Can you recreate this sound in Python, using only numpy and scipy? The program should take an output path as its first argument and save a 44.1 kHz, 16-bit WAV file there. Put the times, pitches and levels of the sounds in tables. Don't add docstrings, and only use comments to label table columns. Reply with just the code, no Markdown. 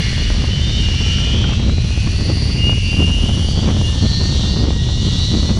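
import sys
import numpy as np
from scipy import signal
from scipy.fft import rfft, irfft, next_fast_len
from scipy.io import wavfile
from scipy.ndimage import uniform_filter1d

SR = 44100
rng = np.random.default_rng(int(sys.argv[2]) if len(sys.argv) > 2 else 0)


def digitize_waveform(pressure):
    field = np.atleast_2d(pressure).T
    bounded = np.clip(field, -1, 1)
    quanta = np.round(bounded * 32767).astype(np.int16)
    wavfile.write(sys.argv[1], SR, quanta)


N = 246499
TIME = np.arange(N) / SR

# t/s, rate/Hz
TWIST_RATE = [(0, 95.3), (.8, 107.4), (1.6, 119.0), (2.4, 130.0), (3.2, 140.25), (4.0, 149.7), (4.8, 158.1),
              (5.6, 165.3)]
STRANDS = 6
# t/s, level/dB
CONTACT = [(0.0, -45), (0.55, -47), (1.1, -44), (1.76, -50), (1.95, -47), (2.47, -47.5), (2.75, -47.5),
           (3.32, -45), (3.62, -45.5), (4.44, -42.5), (4.68, -49.5), (4.7, -45.5), (4.73, -47.5),
           (5.18, -42.5), (5.5, -43.5), (5.55, -45)]

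# t/s, offset/share of a step
COMB_OFFSET = [(0, .27), (1, .32), (3.05, .33), (3.3, .23), (4.2, .24), (5.6, .2)]
# t/s, half length/s, centre/partial number, half spread/partials, lift/dB, roughness/0-1
SWELLS = [(.1, 0.14, 21, 3.1, 9.5, 0), (0.11, 0.21, 43.2, 1.9, 2, 0.5), (0.573, 0.063, 29, .6, 11.5, 0),
          (0.794, 0.079, 28.3, 0.73, 9, .02), (0.72, 0.14, 34, 1.2, 7.5, 0.2),
          (0.85, 0.053, 26.2, .4, 8.5, 0), (1.17, 0.16, 25, 0.41, 8.5, 0.1),
          (1.37, 0.24, 26.6, 0.92, 12.5, 0.18), (1.3, 0.33, 21.5, 1.2, 12, 0.15),
          (1.03, 0.31, 49, 1.8, 7.5, 0.7), (1.39, 0.16, 29.4, 1.3, 9.5, 0.3),
          (1.72, 0.17, 32.8, 1.3, 9.5, 0.13), (1.98, 0.31, 19.6, 1.1, 14.5, .12),
          (2.43, .22, 35.7, 2.35, 14.5, 0.54), (2.36, .24, 15, .9, 14, .3),
          (2.655, 0.067, 21, .35, 17, 0.03), (2.8, 0.29, 17.8, 1.77, 16.5, 0.46),
          (2.9, 0.1, 34.3, 1.2, 14, 0.7), (3.006, 0.23, 20.1, 0.59, 14.5, 0),
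          (3.19, 0.28, 21.3, 0.97, 10, 0.35), (3.552, .09, 31.9, 1.8, 11.5, .12),
          (3.8, 0.36, 23, 2.3, 5.5, 0.22), (3.854, .05, 19.1, .38, 12, .03),
          (4.197, 0.15, 28, 2.2, 13.5, 0.2), (4.42, .1, 24, 2.67, 6.5, 0.47),
          (4.58, 0.092, 29, 3.9, 12.5, 0.3), (4.7, 0.16, 32.4, 0.85, 9, 0.2),
          (5.285, 0.29, 25, 3.3, 9.5, 0.2), (4.86, 0.25, 23.5, 3.8, 6.5, 0.2)]
FLARE_HZ, FLARE_DB = 5.6, 2.07
# f/Hz, width/Hz, gain/dB, scrape gain/dB, gain/dB per doubling of speed
RESONANCES = [(2185, 1160, -12, 7.5, -13.5), (2878, 200, 7.5, -8.5, -11.5), (3088, 456, -2.5, 1.8, -5.5),
              (3580, 660, -2, -14, 0.5), (4365, 790, -1.5, 1.4, -8), (5780, 810, -5, 5, 4.5)]
# f/Hz, width/Hz, gain/dB
PLATE_RINGS = [(2857, 130, -2.5), (3510, 290, 1.5)]

# f/Hz, level/dB
HISS_COLOUR = [(700, -1.5), (1400, -5.5), (2500, -9), (4500, 3.5), (6300, -0.5), (6800, 0), (7300, -2.5),
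               (8000, -6.5), (8750, -11.5), (9550, -10.5), (10000, -22.5), (10900, -21.5), (11800, -29.5),
               (14000, -39)]
HISS_DB, HISS_FLICKER_DB = 7.5, 1
# t/s, level/dB
RINGING = [(0.0, -49.5), (0.76, -62), (1.16, -56), (1.61, -77), (1.87, -53), (2.44, -48), (2.63, -51.5),
           (3.48, -47), (3.62, -60), (3.91, -48), (4.02, -60), (4.74, -72), (5.43, -62), (5.55, -59)]
# f/Hz, width/Hz, level/dB
SHEAVE_MODES = [(9420, 155, 1), (14570, 120, -24)]
# t/s, level/dB
WHINE = [(0, -49.5), (.9, -55), (1.15, -43), (1.7, -54), (3.5, -60), (4.05, -42), (4.28, -42), (4.38, -48),
         (4.62, -42), (4.68, -51), (4.8, -39.5), (4.95, -47.5), (5.2, -44), (5.59, -46.5)]

# f/Hz, level/dB
SURGE_COLOUR = [(12, -21), (25, -4.5), (42, 3.5), (55, 3), (64, -16.5), (85, 8.5)]
RUMBLE_COLOUR = [(45, -23), (62, 2.5), (76, 0.5), (100, -1.5), (130, -5), (165, -12), (210, -19),
                 (300, -31.5), (500, -58)]
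TURBULENCE_COLOUR = [(90, -18), (150, 0.5), (210, 3), (260, -4), (320, -6.5), (420, -12.5), (560, -21.5),
                     (800, -32.5), (1500, -48.5)]
SPRAY_COLOUR = [(300, -12), (550, -1.5), (750, -3.5), (1100, -5.5), (1600, -10.5), (3000, -12)]
# t/s, half length/s, lift/dB
SURGES = [(.09, .05, 2), (.33, .08, 7), (.86, .09, 4), (1.04, 0.046, 2), (2, 0.043, -0.5), (2.28, .05, 0.5),
          (3.18, .05, 6.5), (3.42, 0.16, 3), (3.78, 0.12, -2)]
# t/s, half length/s, turbulence lift/dB, spray lift/dB
GUSTS = [(.44, 0.058, 3.5, 8.5), (.78, 0.049, 6, -2), (1.47, 0.2, 5, 7), (1.72, 0.058, 7.5, -5),
         (1.92, 0.027, -5, 2.5), (2.07, 0.013, 9.5, 11), (2.3, 0.079, 8, 5.5), (2.68, 0.12, 7, 2.5),
         (2.83, .06, -3.5, -10), (3.02, 0.064, 9.5, 4.5), (3.3, 0.17, 5.5, 4), (3.68, 0.14, 6.5, 8),
         (3.91, 0.045, -4.5, 2), (4.05, 0.027, 9.5, 7), (4.2, 0.036, 2, 7.5), (4.38, 0.096, 4, 3.5),
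         (4.61, 0.097, 10, 6.5), (4.79, 0.062, -3.5, -4), (5.08, .06, 5, 1), (5.36, 0.038, 10.5, 5),
         (5.52, 0.09, 10.5, 8.5)]
FLUTTER_HZ, FLUTTER_DB = 13.7, 1.62
SURGE_DB, RUMBLE_YIELDS = -20.5, 0.53
RUMBLE_DB, RUMBLE_FOLLOWS = -16.5, 0.23
TURBULENCE_DB, FLOW_DB_PER_DOUBLING = -27.5, 1.5
SPRAY_DB = -42
# t/s, level/dB
BUFFETS = [(0.18, -16), (0.303, -9), (0.364, -18), (0.887, -12.5), (2.695, -6), (2.93, -14.5), (3.293, -11),
           (3.591, -11), (3.689, -8.5), (3.814, -10), (4.292, -22), (4.561, -14.5), (4.706, -7),
           (5.236, -22), (5.517, -16)]
# t/s, level/dB
FLAPS = [(0.582, -26.5), (0.837, -29), (1.184, -22), (1.441, -18), (1.534, -24.5), (1.696, -25)]
CUTOFF_HZ = 16000


def from_db(db):
    return 10 ** (np.asarray(db) / 20)


def rms_one(x):
    return x / np.sqrt(np.mean(x ** 2) + 1e-20)


def noise():
    return rng.standard_normal(N)


def in_time(rows):
    s, *columns = np.transpose(rows)
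    return [np.interp(TIME, s, column) for column in columns]


def bell(x):
    return np.exp(-np.minimum(x ** 2, 40))


def lifts(events):
    s, length, *lifts_db = np.transpose(events)
    return np.array(lifts_db) @ bell((TIME - s[:, None]) / length[:, None])


def evened(x, seconds):
    size = max(int(seconds * SR), 8)
    power = uniform_filter1d(uniform_filter1d(x * x, size), size)
    return x / np.sqrt(np.maximum(power, 1e-20))


def drift(rate_hz):
    r = np.exp(-40 * np.pi * rate_hz / SR)
    draws = rng.standard_normal(N // 20 + 2002)
    slow = signal.lfilter([1], [1, -2 * r, r * r], draws)[2000:]
    return np.interp(np.arange(N) / 20, np.arange(len(slow)), rms_one(slow))


def coloured(x, spectrum):
    hz, level_db = np.transpose(spectrum)
    size = next_fast_len(N)
    bins = np.maximum(np.fft.rfftfreq(size, 1 / SR), 1)
    curve_db = np.interp(np.log(bins), np.log(hz), level_db, left=-90, right=-90)
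    return rms_one(irfft(rfft(x, size) * from_db(curve_db), size)[:N])


def resonate(x, hz, width_hz):
    edges = [hz - width_hz / 2, hz + width_hz / 2]
    return signal.sosfilt(signal.butter(2, edges, "band", fs=SR, output="sos"), x)


def sheave_comb(turns, blur_hz, steady, rough, wobble):
    offset, = in_time(COMB_OFFSET)
    shift = np.cumsum(offset * np.gradient(turns))
    turns = turns + wobble * drift(1.8)
    s, length, centre, spread, lift_db, roughness = np.transpose(SWELLS)
    roughness = np.clip(roughness, 0, 1)
    swelling = bell((TIME - s[:, None]) / length[:, None])
    out = np.zeros(N)
    for k in range(13, 54):
        power = from_db(lift_db) ** 2 * bell((k - centre) / spread)
        core = np.sqrt(0.23 + (power * (1 - roughness)) @ swelling)
        skirt = np.sqrt(rough + (power * roughness) @ swelling)
        angle = 2 * np.pi * (k * turns + shift + rng.random())
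        grip = steady * np.sqrt(core)
        flare = from_db(FLARE_DB * drift(FLARE_HZ))
        tone = (grip + drift(blur_hz)) * np.cos(angle) + drift(blur_hz) * np.sin(angle)
        tone = tone / np.sqrt(grip ** 2 + 2)
        out += np.sqrt(2) * (core * flare * tone + skirt * drift(120) * np.sin(angle))
    return out


def trolley(turns, rate):
    pace = rate / rate.mean()
    comb = sheave_comb(turns, blur_hz=12.8, steady=1.76, rough=0.12, wobble=0.00087)
    strand_phase = 2 * np.pi * 3 * STRANDS * turns + drift(35)
    comb = comb + from_db(-7) * pace ** 6 * np.sin(strand_phase)
    scrape = 10 * noise() * pace ** -1.2
    scrape = scrape + sum(from_db(ring_db) * resonate(scrape, hz, width_hz)
                          for hz, width_hz, ring_db in PLATE_RINGS)
    out = np.zeros(N)
    for k, (hz, width_hz, gain_db, scrape_db, speed_db) in enumerate(RESONANCES):
        gain = from_db(gain_db + speed_db * np.log2(pace))
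        sign = (-1) ** k
        out += sign * gain * resonate(comb + from_db(scrape_db) * scrape, hz, width_hz)
    return out


def friction():
    return from_db(HISS_DB + HISS_FLICKER_DB * drift(30)) * coloured(noise(), HISS_COLOUR)


def sheave_ring():
    level_db, = in_time(RINGING)
    modes = sum(from_db(db) * evened(resonate(noise(), hz, width_hz), .06)
                for hz, width_hz, db in SHEAVE_MODES)
    return from_db(level_db) * modes


def whine(turns):
    level_db, = in_time(WHINE)
    phase = 2 * np.pi * STRANDS * turns + .1 * drift(18)
    waver_db = 1.3 * drift(20)
    tone = np.sqrt(2) * (np.sin(2 * phase) + from_db(-9.5) * np.sin(phase))
    return from_db(level_db + waver_db) * tone


def wind(rate):
    flow_db = FLOW_DB_PER_DOUBLING * np.log2(rate / rate.mean()) + FLUTTER_DB * drift(FLUTTER_HZ)
    gust_db, spray_db = lifts(GUSTS) + flow_db
    surge_db, = lifts(SURGES)
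    surge = evened(coloured(noise(), SURGE_COLOUR), 0.036)
    eddies = evened(coloured(noise(), RUMBLE_COLOUR), 0.036)
    bursts = from_db(3.35 * np.abs(eddies) + 3.0 * drift(42))
    kinks = rms_one(noise() * (rng.random(N) < 450 / SR))
    gusts = bursts * (kinks + 0.93 * noise())
    turbulence = evened(coloured(gusts, TURBULENCE_COLOUR), 0.056)
    spray = evened(coloured(gusts, SPRAY_COLOUR), 0.12)
    rumble_db = RUMBLE_DB + RUMBLE_FOLLOWS * gust_db - RUMBLE_YIELDS * surge_db
    large = from_db(SURGE_DB + surge_db) * surge + from_db(rumble_db) * eddies
    fine = from_db(TURBULENCE_DB + gust_db) * turbulence + from_db(SPRAY_DB + spray_db) * spray
    return large + fine


def kicks_at(events):
    kicks = np.full(N, 1e-18)
    for s, level_db in events:
        kicks[int(s * SR)] = from_db(level_db)
    return kicks


def puffs(kicks, hz, width_hz, decay_s):
    fade = signal.lfilter([1], [1, -np.exp(-1 / (decay_s * SR))], kicks)
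    air = resonate(fade * noise(), hz, width_hz) * np.sqrt(SR / 2 / width_hz)
    return signal.sosfilt(signal.butter(2, 3500, fs=SR, output="sos"), air)


def buffets(rise_hz, fall_hz, spray_db):
    kicks = kicks_at(BUFFETS)
    dip = signal.sosfilt(signal.butter(1, [fall_hz, rise_hz], "band", fs=SR, output="sos"), kicks)
    dip = signal.sosfilt(signal.butter(2, 1200, fs=SR, output="sos"), dip)
    dip = -kicks.max() * dip / np.abs(dip).max()
    return dip + from_db(spray_db) * puffs(kicks, hz=720, width_hz=1360, decay_s=0.0029)


def flaps():
    return puffs(kicks_at(FLAPS), hz=1460, width_hz=1070, decay_s=0.0022)


def scene():
    rate, = in_time(TWIST_RATE)
    contact_db, = in_time(CONTACT)
    turns = np.cumsum(rate) / SR
    rolling = from_db(contact_db) * (trolley(turns, rate) + friction())
    steel = rolling + sheave_ring() + whine(turns)
    air = wind(rate) + buffets(rise_hz=267, fall_hz=90, spray_db=-21.5) + flaps()
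    air = air / (1 + (air / .85) ** 4) ** (1 / 4)
    return (steel + air)[None]


def record(dry):
    return signal.sosfilt(signal.cheby2(12, 70, CUTOFF_HZ, fs=SR, output="sos"), dry)


dry = scene()
out = record(dry)
digitize_waveform(out)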